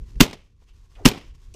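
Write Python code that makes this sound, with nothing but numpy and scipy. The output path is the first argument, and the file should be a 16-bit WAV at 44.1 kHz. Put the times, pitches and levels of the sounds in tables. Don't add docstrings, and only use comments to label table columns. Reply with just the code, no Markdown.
import sys
import numpy as np
from scipy import signal
from scipy.fft import rfft, irfft, next_fast_len
from scipy.io import wavfile
from scipy.ndimage import map_coordinates

SR = 44100
rng = np.random.default_rng(int(sys.argv[2]) if len(sys.argv) > 2 else 0)


def inscribe(sig):
    pcm = np.round(np.clip(np.atleast_2d(sig).T, -1, 1) * 32767)
    wavfile.write(sys.argv[1], SR, pcm.astype(np.int16))


def ratio(d):
    e = np.asarray(d, float) / 20
    return 10 ** e


N = 68355


def unit(x):
    return x / np.sqrt(np.mean(x ** 2) + 1e-20)


def along(points, hz):
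    point_hz, value = np.transpose(points)
    return np.interp(np.log(hz + 1), np.log(point_hz + 1), value)


def curve(tables):
    time_s, value = np.transpose(np.concatenate(tables))
    return np.interp(np.arange(N) / SR, time_s, value)


def wobble(rate):
    knots = rng.standard_normal(int(N * rate / SR) + 4)
    return map_coordinates(knots, [np.arange(N) * rate / SR])


def filtered(x, response):
    m = next_fast_len(N + 8192)
    return irfft(rfft(x, m) * response(np.fft.rfftfreq(m, 1 / SR)), m)[..., :N]


def noise(spectrum):
    return unit(filtered(rng.standard_normal(N), lambda hz: ratio(along(spectrum, hz))))


def since(s):
    return np.maximum(np.arange(N) / SR - s, 0)


def shape(s, rise, hold, t60):
    return (1 - np.exp(-since(s) / abs(rise))) * ratio(-60 * since(s + hold) / t60)


def wind():
    # time_s, level_db
    wind_levels = [
        [(0, -32), (.03, -34.5), (.06, -39), (.12, -41.5), (.15, -39), (.172, -26.5), (.195, -38.5)],
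        [(.27, -46), (.33, -50.5), (.45, -54.5), (.52, -48.5), (.6, -50.5), (.94, -49), (1.02, -39.5)],
        [(1.12, -41), (1.2, -52), (1.3, -44), (1.45, -50), (1.525, -42), (1.55, -48.5)],
    ]
    # hz, relative_db_per_hz
    rumble_colour = [(12, -37), (20, -1.5), (41, -0.5), (111, -14), (195, -29), (232, -29), (500, -38),
                     (650, -63.5), (1100, -120)]
    lumpy = unit(ratio(1.5 * wobble(14)) * noise(rumble_colour))
    return ratio(curve(wind_levels)) * lumpy


def reeds():
    # time_s, level_db (before a common lift of 1.5 dB)
    rustle_levels = [
        [(0, -68), (.03, -69), (.06, -65), (.19, -66), (.4, -72)],
        [(.45, -73), (.52, -82), (.59, -81), (.635, -69), (.655, -79), (.69, -66), (.73, -77), (.79, -70),
         (.846, -68), (.89, -75), (.915, -66), (1.02, -67)],
        [(1.3, -69), (1.334, -76), (1.352, -64), (1.37, -74), (1.43, -68), (1.53, -71)],
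    ]
    # hz, relative_db_per_hz
    reed_colour = [(180, -39), (300, -9), (424, -3), (640, -14), (742, -11), (1120, -2), (1220, -9.5),
                   (6300, -11), (8900, -19.5), (15300, -28)]
    crackle = ratio(1.5 * wobble(40) + 1.5 * wobble(300))
    return ratio(curve(rustle_levels) + 1.5) * unit(crackle * noise(reed_colour))


def knocks():
    # start_s, level_db, centre_hz, width_hz (of the resonance before squaring), rise_s, t60_s
    knock_events = [(0.618, -57, 450, 900, 0.0039, 0.031), (.668, -62.5, 2750, 1200, 0.024, 0.18),
                    (.951, -53.5, 2680, 1486, 0.003, 0.091), (0.952, -53.5, 561, 900, 0.023, 0.56),
                    (.983, -47.5, 690, 239.4, 0.017, 0.17), (1.001, -41, 347, 166, .012, .15),
                    (1.117, -31, 190, 110, 0.0034, 0.04), (1.129, -38.5, 700, 990, 0.0095, 0.11),
                    (1.152, -37.5, 197, 111, .004, .06), (1.541, -50.5, 2794, 698, 0.00074, 0.037),
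                    (1.539, -45.5, 5990, 3500, 0.001002, 0.05), (1.544, -36.5, 441, 201.7, 0.0053, 0.1)]
    mix = np.zeros(N)
    for start_s, level_db, centre_hz, width_hz, rise_s, t60_s in knock_events:
        def resonance(hz):
            return (hz * width_hz / np.hypot(centre_hz ** 2 - hz ** 2, hz * width_hz)) ** 2
        body = unit(filtered(rng.standard_normal(N), resonance))
        mix += ratio(level_db) * body * shape(start_s, rise_s, rise_s, t60_s)
    return mix


def gun_actions():
    # start_s, level_db, t60_s
    clack_events = [(0.156, -54, 0.042), (0.263, -31.5, 0.025), (0.276, -34.5, .015), (0.283, -35.5, .02),
                    (0.299, -38, 0.023), (0.31, -34.5, .02), (0.33, -30.5, 0.055), (1.114, -24, .015),
                    (1.18, -40.5, 0.054)]
    # hz, relative_db_per_hz
    metal_colour = [(88, -43), (150, 2), (387, -6.5), (1000, -9), (1440, -20), (2170, -10.5), (3590, -16.5),
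                    (5710, -19), (15300, -41.5)]
    mix = np.zeros(N)
    for start_s, level_db, t60_s in clack_events:
        mix += ratio(level_db) * noise(metal_colour) * shape(start_s, 0.00024, 0.00035, t60_s)
    return mix


def far_banks(s):
    # hz, relative_db_per_hz
    far_colour = [(700, -31), (1500, -9), (2300, -1), (3100, 1), (3900, -12.5), (5300, -6.5), (8000, -20),
                  (12000, -39)]
    swell_s, t60_s = 0.07, 0.4
    return noise(far_colour) * shape(s, swell_s, swell_s, t60_s) * ratio(2.5 * wobble(90))


def scatter(s, t60):
    # hz, relative_db_per_hz
    scatter_colour = [(50, -39.5), (90, -1.5), (200, 1), (420, -3.5), (650, -10.5), (1050, -14),
                      (1600, -21.5), (2200, -16.5), (3100, -17.5), (5000, -22), (8500, -31.5),
                      (15300, -41.5)]
    # hz, share_of_t60
    decay_shares = [(150, 0.8), (2500, 0.94), (7000, 0.73), (13000, 0.75)]
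    hz, t, bins = signal.stft(noise(scatter_colour), SR, nperseg=256)
    band_t60 = t60 * along(decay_shares, hz)[:, None]
    fade = ratio(-60 * np.maximum(t - s, 0) / band_t60)
    fading = signal.istft(bins * fade, SR, nperseg=256)[1][:N]
    return fading * (1 - np.exp(-since(s) / 0.004)) * ratio(3 * wobble(260))


def swing(s):
    swing_hz, lag_s, t60_s = 35, 0.009, 0.22
    late = since(s + lag_s)
    return ratio(-60 * late / t60_s) * np.sin(2 * np.pi * np.minimum(swing_hz * late, 1))


def housing_boom(s):
    # mode_hz, level_db (before the arrival's level), t60_s
    boom_modes = [(100, -11, .06), (147, -3.5, .035), (235, 15, .018), (367, -8, .039), (490, -13, .03)]
    # lag_s after the crack, arrival_db added to each mode
    arrival_list = [(.0011, 2), (.0084, 4.5), (.0142, -5)]
    mix = np.zeros(N)
    for lag_s, arrival_db in arrival_list:
        for mode_hz, level_db, t60_s in boom_modes:
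            ring = np.sin(2 * np.pi * mode_hz * since(s + lag_s))
            mix += ratio(level_db + arrival_db) * ring * shape(s + lag_s, 0.0043, 0, t60_s)
    return mix


def forerunner(s):
    # hz, relative_db_per_hz
    lead_colour = [(300, -17), (900, -2), (2800, -6), (15000, -25)]
    lead_s, lead_db = 0.0042, -19
    return ratio(lead_db) * noise(lead_colour) * shape(s - lead_s, 0.0004, 0.004, 0.02)


def port_ring(s):
    ring_hz, ring_db, rise_s, hold_s, t60_s = 2750, -2, 0.0006, 0.002, 0.023
    tone = np.sin(2 * np.pi * ring_hz * since(s) + 0.53 * wobble(700))
    return ratio(ring_db) * tone * shape(s, rise_s, hold_s, t60_s)


def crack(s):
    # hz, relative_db_per_hz
    crack_colour = [(400, -18.5), (700, -8.5), (1100, -1), (1800, -6), (2800, -0.5), (4300, -4.5),
                    (6300, -6), (10000, -15.5), (15400, -14)]
    # hz, db_relative_to_mid
    side_levels = [(60, -50.5), (500, -28), (2500, -28.5), (7000, -18), (14900, -16)]
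    shelf_db, shelf_rise_s, shelf_hold_s, shelf_t60_s = -18.5, 0.0011, 0.033, 0.045
    lean_db = -25
    front = shape(s, 0.0006, 0.005, 0.036)
    shelf = ratio(shelf_db) * shape(s, shelf_rise_s, shelf_hold_s, shelf_t60_s)
    burst = (front + shelf) * ratio(2.5 * wobble(350))
    mid = noise(crack_colour) * burst + port_ring(s)
    unlike = filtered(noise(crack_colour), lambda hz: ratio(along(side_levels, hz)))
    side = unlike * burst - ratio(lean_db) * mid
    return mid, side


def shots():
    # start_s, crack_db, scatter_db, scatter_t60_s (before its shares by frequency), swing_db, far_db
    blasts = [(0.204, -5.5, -20.5, 0.35, -10.5, -47), (1.0539, -6, -21.5, 0.4, -12.5, -42.5)]
    mid, side = np.zeros((2, N))
    for start_s, crack_db, scatter_db, scatter_t60_s, swing_db, far_db in blasts:
        mid += ratio(far_db) * far_banks(start_s)
        mid += ratio(scatter_db) * scatter(start_s, scatter_t60_s)
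        mid += ratio(swing_db) * swing(start_s)
        mid += housing_boom(start_s)
        mid += ratio(crack_db) * forerunner(start_s)
        crack_mid, crack_side = crack(start_s)
        mid += ratio(crack_db) * crack_mid
        side += ratio(crack_db) * crack_side
    return mid, side


def scene():
    background = wind() + reeds() + knocks() + gun_actions()
    mid, side = shots()
    mid = mid + background
    return np.array([mid + side, mid - side])


def roll_off(x):
    return signal.sosfilt(signal.butter(12, 15470, fs=SR, output="sos"), x)


def record(dry):
    ceiling, hardness = 0.98, 5
    top_hz, edge_hz = 15550, 400
    overloaded = dry / (1 + np.abs(dry / ceiling) ** hardness) ** (1 / hardness)
    mix = filtered(overloaded, lambda hz: np.clip((top_hz - hz) / edge_hz, 0, 1))
    return roll_off(mix)


dry = scene()
out = record(dry)
inscribe(out)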